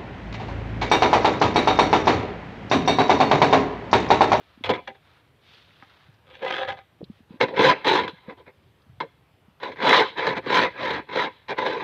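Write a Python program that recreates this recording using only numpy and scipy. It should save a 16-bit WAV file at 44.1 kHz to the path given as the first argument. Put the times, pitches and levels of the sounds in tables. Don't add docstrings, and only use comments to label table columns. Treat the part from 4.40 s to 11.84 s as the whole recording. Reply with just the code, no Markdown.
import sys
import numpy as np
from scipy import signal
from scipy.io import wavfile
from scipy.ndimage import uniform_filter1d, minimum_filter1d

SR = 44100
rng = np.random.default_rng(int(sys.argv[2]) if len(sys.argv) > 2 else 0)


def store_pcm(level_fs):
    pcm = np.round(np.clip(level_fs, -1, 1) * 32767).astype(np.int16)
    wavfile.write(sys.argv[1], SR, np.atleast_2d(pcm).T)


N = 328059

# start_s, level_db, low_db (thrum, relative), high_db (treble, relative)
KNOCK_EVENTS = [(0.238, -32, -8.5, 5.5), (0.292, -22.5, -4, -3), (0.336, -30.5, -9, -1.5),
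                (0.474, -35.5, -12, -6), (0.547, -49.5, 0, -5.5), (1.424, -46.5, -16, -14),
                (1.94, -54, -3, -1), (2.021, -41, 2, -2), (2.06, -30.5, -6, -28), (2.282, -51, -17, -4),
                (2.33, -46, 2, -6), (3.011, -14, -9.5, -6), (3.083, -34, -10, -5.5), (3.164, -30, -8, -4),
                (3.172, -28.5, -7, -9), (3.192, -17.5, 9.5, -8), (3.445, -28.5, -1, -4.5),
                (3.478, -20, -13, -2), (3.556, -24.5, -19, -8), (3.634, -34.5, 8.5, -1),
                (3.678, -27.5, -2, -1), (3.896, -39.5, -15, -18), (3.983, -61, -5, -2),
                (4.066, -56, 16, -8), (4.602, -25.5, -20, -4.5), (5.2, -45.5, -19.5, -2),
                (5.23, -37, -5, -3), (5.318, -33.5, -12, -6.5), (5.359, -36, -7, -6.5), (5.402, -32, 1, -9),
                (5.422, -33, -4, -4.5), (5.491, -19, -7, -4), (5.528, -5, -18, -8.5),
                (5.565, -25.5, -15, 3), (5.773, -39, -11, -1), (5.783, -35, -18, 0), (5.868, -20.5, 2, -5),
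                (5.967, -34, -9, -13), (6.061, -36.5, 11, -7), (6.143, -18, -22, -2.5), (6.69, -47, -3, -6),
                (6.758, -29, 10.5, -10), (7.083, -35, -3, -2.5), (7.091, -45, -6, -1), (7.185, -26, -3, -7),
                (7.263, -25.5, -9, -3.5)]


def gain_of(db):
    return 10 ** (np.asarray(db) / 20)


def evened(x):
    return x / np.sqrt(np.mean(x ** 2) + 1e-20)


def read(points, hz):
    point_hz, value = np.transpose(points)
    return np.interp(np.log(hz + 1), np.log(point_hz + 1), value)


def add(mix, start_s, sound):
    part = mix[round(start_s * SR):][:len(sound)]
    part += sound[:len(part)]


def causal(gain):
    both_sides = np.r_[gain, gain[-2:0:-1]]
    log_gain = np.log(np.maximum(both_sides, 1e-5))
    spectrum = np.exp(np.conj(signal.hilbert(log_gain)))
    taps = np.fft.ifft(spectrum).real[:len(gain)]
    return taps / np.linalg.norm(taps)


def slips(per_s, spread_db, smooth, bumps_db, bump_s):
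    size_draw, time_draw, sign_draw, bump_draw = rng.random((4, N))
    size = gain_of(spread_db * np.minimum(-np.log(size_draw + 1e-9), 4))
    clicks = evened(size * (time_draw < per_s / SR) * np.sign(sign_draw - 0.5))
    rub = clicks + smooth * rng.standard_normal(N)
    width = max(round(bump_s * SR), 1)
    bumps = evened(uniform_filter1d(uniform_filter1d(bump_draw - 0.5, width), width))
    return evened(rub * gain_of(bumps_db * bumps))


def patchy(x, patch_db):
    z = signal.stft(x, nperseg=512, noverlap=384)[2]
    field = rng.standard_normal(z.shape[::-1]).T
    field = uniform_filter1d(field, size=2, axis=0)
    field = evened(uniform_filter1d(field, size=16, axis=1))
    varied = signal.istft(z * gain_of(patch_db * field), nperseg=512, noverlap=384)[1]
    return evened(varied[:N])


def street():
    # (dB per Hz, shape only)
    street_shape = [(15, -34), (25, -7), (38, -7.5), (69, -12), (96, 4), (188, -10), (378, -10),
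                    (598, -12.5), (3260, -21.5), (6730, -38.5), (13900, -36), (15500, -46)]
    level_db, patch_db = -62, 1.5
    frames, hz = N // 256 + 5, np.fft.rfftfreq(1024, 1 / SR)
    real, imag, patches = rng.standard_normal((frames, 513, 3)).T
    patches = uniform_filter1d(patches, size=6, axis=0)
    patches = evened(uniform_filter1d(patches, size=20, axis=1))
    z = (real + 1j * imag) * gain_of(read(street_shape, hz)[:, None] + patch_db * patches)
    hum = signal.istft(z, nperseg=1024, noverlap=768)[1][:N]
    return gain_of(level_db) * evened(hum)


def arch(rise_s, hold_s, fall_s):
    rise_db, fall_db = -31.5, -37
    t = np.arange(0, rise_s + hold_s + 1.5 * fall_s, 1 / SR)
    before = np.maximum(1 - t / rise_s, 0)
    after = np.maximum((t - rise_s - hold_s) / fall_s, 0)
    return rise_db * before ** 2 + fall_db * after ** 2


def soft_noise_tracks():
    # the jacket rubs
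    # start_s, rise_s, hold_s, fall_s, dull_db, crisp_db (relative to dull)
    soft_events = [(0.0, 0.0054, 0.054, 0.61, -62, -1.5), (0.55, 0.14, 0.022, 0.35, -63, -3),
                   (0.976, .12, 0.082, 0.14, -60.5, 5), (1.2, .1, 0.026, 0.18, -64, 2),
                   (1.345, 0.09, 0.11, 0.41, -59, -2), (2.674, 0.055, .03, 0.11, -70.5, 4),
                   (4.1, 0.077, .1, 0.15, -82, 5), (4.435, 0.021, .005, 0.048, -72.5, -9.5)]
    tracks = np.zeros((2, N))
    for start_s, rise_s, hold_s, fall_s, dull_db, crisp_db in soft_events:
        shape_db = arch(rise_s, hold_s, fall_s)
        add(tracks[0], start_s, gain_of(dull_db + shape_db))
        add(tracks[1], start_s, gain_of(dull_db + crisp_db + shape_db))
    return tracks


def opening_noise_and_jacket():
    # hz, level_db (shape only)
    soft_shape = [(300, -18.5), (700, -1), (1400, 3), (2800, 0), (3700, -0.5), (4700, -11), (5700, -19),
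                  (7400, -33), (15500, -40.5)]
    crisp_hz = 2500
    crackle = slips(per_s=2300.0, spread_db=3.5, smooth=1.0, bumps_db=1.4, bump_s=0.011)
    crackle = patchy(crackle, patch_db=0.8)
    hz = np.fft.rfftfreq(2048, 1 / SR)
    crisp = 1 / (1 + (crisp_hz / (hz + 1)) ** 6)
    shape, out = gain_of(read(soft_shape, hz)), np.zeros(N)
    for drive, share in zip(soft_noise_tracks(), (1 - crisp, crisp)):
        out += signal.oaconvolve(crackle * drive, causal(shape * np.sqrt(share)))[:N]
    return out


def pressure():
    # start_s, rise_s, hold_s, fall_s, level_db, low_db (thrum, relative),
    # high_db (treble, relative)
    stroke_events = [(0.236, 0.0062, 0.017, 0.046, -28, -8, -4),
                     (0.284, 0.016, 0.0067, 0.028, -20.5, 6, -4.5),
                     (0.325, 0.012, 0.0071, 0.089, -32.5, 1, -8.5),
                     (0.467, 0.013, 0.0055, 0.037, -35, 3.5, -3.5),
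                     (1.813, 0.13, .02, 0.19, -50, -3.5, 1.5), (1.996, 0.092, 0.12, 0.1, -28.5, -7.5, -2.5),
                     (2.01, 0.0095, 0.036, .06, -49.5, 11, -14),
                     (2.263, 0.023, 0.012, 0.072, -30.5, -10, -2.5),
                     (2.356, 0.022, 0.0041, 0.046, -42, -11, -4), (2.882, 0.021, 0.051, 0.077, -59, 3, -2),
                     (3.0, 0.0062, 0.011, 0.076, -20.5, 0, -6.5), (3.067, 0.041, 0.094, 0.045, -50, 13, -9),
                     (3.137, .13, 0.026, 0.073, -14, -5.5, -3.5),
                     (3.335, 0.032, 0.051, .04, -43.5, -3.5, -17), (3.437, 0.03, 0.087, 0.16, -21, -3, -3),
                     (3.7, .05, 0.11, .06, -57.5, -8, -4.5), (3.863, 0.039, .005, 0.051, -43.5, 1, -5.5),
                     (3.96, 0.024, 0.013, .05, -55, 4, -4), (4.049, 0.024, 0.0069, 0.049, -50, -5, -8.5),
                     (4.6, 0.006, 0.0085, 0.056, -39.5, 3, -31), (5.197, 0.045, 0.019, 0.11, -33.5, -1, -4),
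                     (5.365, 0.14, 0.094, 0.061, -16, -4, -4), (5.605, 0.028, 0.021, 0.15, -36, -8.5, 0.5),
                     (5.751, 0.046, 0.13, 0.034, -27, -4, -6),
                     (5.945, 0.026, 0.0041, 0.035, -25.5, -1.5, -5.5),
                     (6.025, 0.14, 0.055, 0.094, -18, -7.5, -4), (6.309, 0.17, 0.06, 0.11, -26, -4, -5),
                     (6.668, 0.12, 0.046, 0.08, -24, -6, -4.5), (6.875, 0.036, 0.046, 0.22, -58, -17, -1.5),
                     (7.076, 0.028, 0.0056, 0.054, -28.5, -1.5, -6.5),
                     (7.156, 0.034, 0.064, 0.47, -29, -2, -5)]
    thrum_law, grit_rise_law, grit_fall_law = 0.89, 1.16, 1.46
    trickle_db, trickle_t60_s = -23.5, 0.17
    skid_t60_s, thrum_t60_s, treble_t60_s = 0.066, 0.047, 0.089
    knock_rise_s, thrum_lag_s = 0.00059, 0.0045
    tracks, t = np.zeros((3, N)), np.arange(SR // 2) / SR

    for start_s, rise_s, hold_s, fall_s, level_db, low_db, high_db in stroke_events:
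        shape_db = arch(rise_s, hold_s, fall_s)
        rising = np.arange(len(shape_db)) < rise_s * SR
        grit_law = np.where(rising, grit_rise_law, grit_fall_law)
        trickle = gain_of(trickle_db - 60 * t / trickle_t60_s) * np.minimum(t / fall_s, 1)
        for track, extra_db, law in zip(tracks, (0, low_db, high_db), (1, thrum_law, grit_law)):
            add(track, start_s, gain_of(level_db + extra_db + law * shape_db))
            add(track, start_s + rise_s + hold_s, gain_of(level_db + extra_db) * trickle)
    tracks = uniform_filter1d(tracks, size=88, axis=1)

    t60s = skid_t60_s, thrum_t60_s, treble_t60_s
    for start_s, level_db, low_db, high_db in KNOCK_EVENTS:
        for track, extra_db, t60_s in zip(tracks, (0, low_db, high_db), t60s):
            decay = gain_of(level_db + extra_db - 60 * t / t60_s)
            add(track, start_s, decay * np.minimum(t / knock_rise_s, 1))

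    step = 1 / (thrum_lag_s * SR)
    tracks[1] = signal.lfilter([step], [1, step - 1], tracks[1])
    return tracks


def rumble():
    # centre_s, level_db
    swell_events = [(0.301, -44), (1.69, -63), (2.3, -50), (2.66, -58), (3.621, -50.5), (4.25, -62),
                    (4.52, -58), (6.0, -52), (6.25, -52), (6.42, -52), (6.55, -48)]
    low_hz, high_hz, swell_s = 70, 124, 0.059
    floor_db, push_db, push_law = -67, -41.5, 0.7
    band = signal.butter(2, (low_hz, high_hz), "band", fs=SR, output="sos")
    low = signal.sosfilt(band, rng.standard_normal(N))
    t = np.arange(N) / SR
    thrum = abs(uniform_filter1d(pressure()[1], size=2000))
    push = gain_of(push_db) * thrum ** push_law
    swells = sum(gain_of(db) * np.exp(-((t - s) / swell_s) ** 2) for s, db in swell_events)
    return evened(low) * (gain_of(floor_db) + push + swells)


def thumps():
    # start_s, level_db, pitch_hz
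    thump_events = [(0.011, -39, 403), (0.175, -36, 238), (0.209, -30, 248), (1.427, -39, 265),
                    (1.687, -37, 133), (2.608, -27.5, 333), (2.615, -22.5, 477), (2.627, -23, 185),
                    (2.632, -26, 387), (2.699, -23, 208), (2.804, -37.5, 229), (2.906, -27.5, 196),
                    (2.941, -30, 238), (2.958, -33, 294), (3.732, -32.5, 173), (3.882, -24.5, 203),
                    (4.466, -44, 225), (4.495, -36.5, 120), (4.581, -36, 120.5), (5.081, -39.5, 204)]
    t60_cycles = 7.5
    out, t = np.zeros(N), np.arange(SR // 8) / SR
    for start_s, level_db, pitch_hz in thump_events:
        swell = 1 - np.exp(-t * pitch_hz * 2.5)
        decay = gain_of(level_db - 60 * t * pitch_hz / t60_cycles)
        add(out, start_s, decay * swell * np.sin(2 * np.pi * pitch_hz * t))
    return out


def shovel():
    # flat_db, trailing_db, pushed_db
    blade_modes = [(305, 30, -9.5, 5, 6.5), (397, 27, 11, 17.5, 9), (458, 62, 9.5, -10, 11.5),
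                   (523, 32, 18.5, 25.5, 13.5), (712, 10, 14, 13, -11.5), (785, 25, 10, 23, 3.5),
                   (886, 33, 15, 13.5, 12.5), (995, 38, 18.5, 16, 17), (1249, 22, 9.5, 20.5, 0),
                   (1624, 180, 3, 13.5, 5), (2027, 40, -4, 14.5, 3), (2125, 38, -1.5, -15, 5),
                   (2270, 170, 6.5, 8, -6.5), (2600, 13, -5.5, 6, 2.5), (3176, 40, 3.5, 9.5, 5),
                   (3416, 90, 7.5, 11.5, 7), (3450, 10, 3.5, -23, 5.5), (3750, 50, 4, 11, 7.5),
                   (3950, 140, 4, -16, 9.5), (6080, 360, 9, 12, 13), (7060, 160, 9, 9, 6.5)]
    # hz, level_db (shape only)
    edge_shape = [(60, -44.5), (110, -16), (150, -9), (300, -8), (600, -9.5), (1400, -8.5), (2300, -2),
                  (2750, -3.5), (4200, -19), (4750, -28), (5400, -35), (5750, -46), (6800, -47.5),
                  (8000, -51), (10000, -56.5), (15500, -55)]
    low_hz, high_hz, top_hz = 700, 2600, 5500
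    grip_changes_s = 0.46, 2.7
    crack_db = 15.5

    hz = np.fft.rfftfreq(16384, 1 / SR)
    low = 1 / (1 + (hz / low_hz) ** 8)
    high = 1 / (1 + (high_hz / (hz + 1)) ** 8)
    top = 1 / (1 + (top_hz / (hz + 1)) ** 12)

    grit = slips(per_s=3500.0, spread_db=1.5, smooth=0.72, bumps_db=1.54, bump_s=0.006)
    grit = patchy(grit, patch_db=3.0)
    stones = slips(per_s=500.0, spread_db=4.5, smooth=0.5, bumps_db=0.0, bump_s=0.0036)
    chatter = slips(per_s=1800.0, spread_db=5.5, smooth=0.52, bumps_db=1.0, bump_s=0.0067)
    chatter = patchy(chatter, patch_db=3.0)

    middle_drive, low_drive, high_drive = pressure()
    top_drive = gain_of(-18.5) * abs(high_drive) ** 1.287
    stone_level = np.sqrt(abs(uniform_filter1d(stones ** 2, size=200)))
    top_drive = top_drive * (0.5 + 1.1 * stone_level)
    parts = (
        (low_drive, low),
        (middle_drive, (1 - low) * (1 - high)),
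        (high_drive, high - top),
        (top_drive, top),
    )

    grips = np.digitize(np.arange(N) / SR, grip_changes_s)
    contact = np.where(grips == 1, chatter, grit + 0.23 * stones)
    cracks = [round((knock[0] + 0.001) * SR) for knock in KNOCK_EVENTS]
    contact[cracks] = gain_of(crack_db)

    out = np.zeros(N)
    for grip in range(3):
        rings = np.zeros(len(hz))
        for mode in blade_modes:
            detune = 2 * (hz - mode[0]) / mode[1]
            rings += gain_of(mode[2 + grip]) ** 2 / (1 + detune ** 2)
        blade = gain_of(read(edge_shape, hz)) * np.sqrt(1 + rings)
        for drive, share in parts:
            taps = causal(blade * np.sqrt(abs(share)))
            out += signal.oaconvolve(contact * drive * (grips == grip), taps)[:N]
    return out


def yard(x):
    # hz, t60_s
    yard_decay = [(150, 0.34), (1000, 0.25), (4000, 0.65), (10000, 0.054)]
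    taps = np.zeros(SR // 2)
    slots = np.arange(660, SR // 2 - 20, 20)
    taps[slots + rng.integers(0, 20, len(slots))] = rng.choice([-1., 1.], len(slots))
    hz, t, z = signal.stft(taps, SR, nperseg=256)
    decay = gain_of(-60 * t / read(yard_decay, hz)[:, None])
    tail = signal.istft(z * decay, SR, nperseg=256)[1]
    return signal.oaconvolve(x, tail / np.linalg.norm(tail))[:N]


def ticks():
    # start_s, level_db, pitch_hz
    tick_events = [(1.145, -51, 4000), (1.305, -53, 2200), (1.74, -62, 4740), (2.641, -44, 3800),
                   (4.42, -60, 4200)]
    t60_s, half_width = 0.031, 0.19
    out, t = np.zeros(N), np.arange(SR // 20) / SR
    for start_s, level_db, pitch_hz in tick_events:
        edges_hz = pitch_hz * (1 - half_width), pitch_hz * (1 + half_width)
        band = signal.butter(4, edges_hz, "band", fs=SR, output="sos")
        burst = evened(signal.sosfilt(band, rng.standard_normal(len(t))))
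        add(out, start_s, gain_of(level_db - 60 * t / t60_s) * burst)
    return out


def scene():
    echo_db = -27.5
    soft = opening_noise_and_jacket()
    blade = shovel()
    echo = gain_of(echo_db) * yard(blade)
    return (street() + soft + rumble() + thumps() + blade + echo + ticks())[None]


def record(dry):
    bass_cut_hz, ceiling, band_limit_hz = 64.4, 0.86, 15700
    thin = signal.sosfilt(signal.butter(2, bass_cut_hz, "high", fs=SR, output="sos"), dry)
    allowed = np.minimum(ceiling / (abs(thin) + 1e-9), 1)
    allowed = minimum_filter1d(allowed, size=441)
    held = thin * uniform_filter1d(allowed, size=441)
    taps = signal.firwin(511, band_limit_hz, window=("kaiser", 9), fs=SR)
    return signal.oaconvolve(held, taps[None], "same")


dry = scene()
out = record(dry)
store_pcm(out)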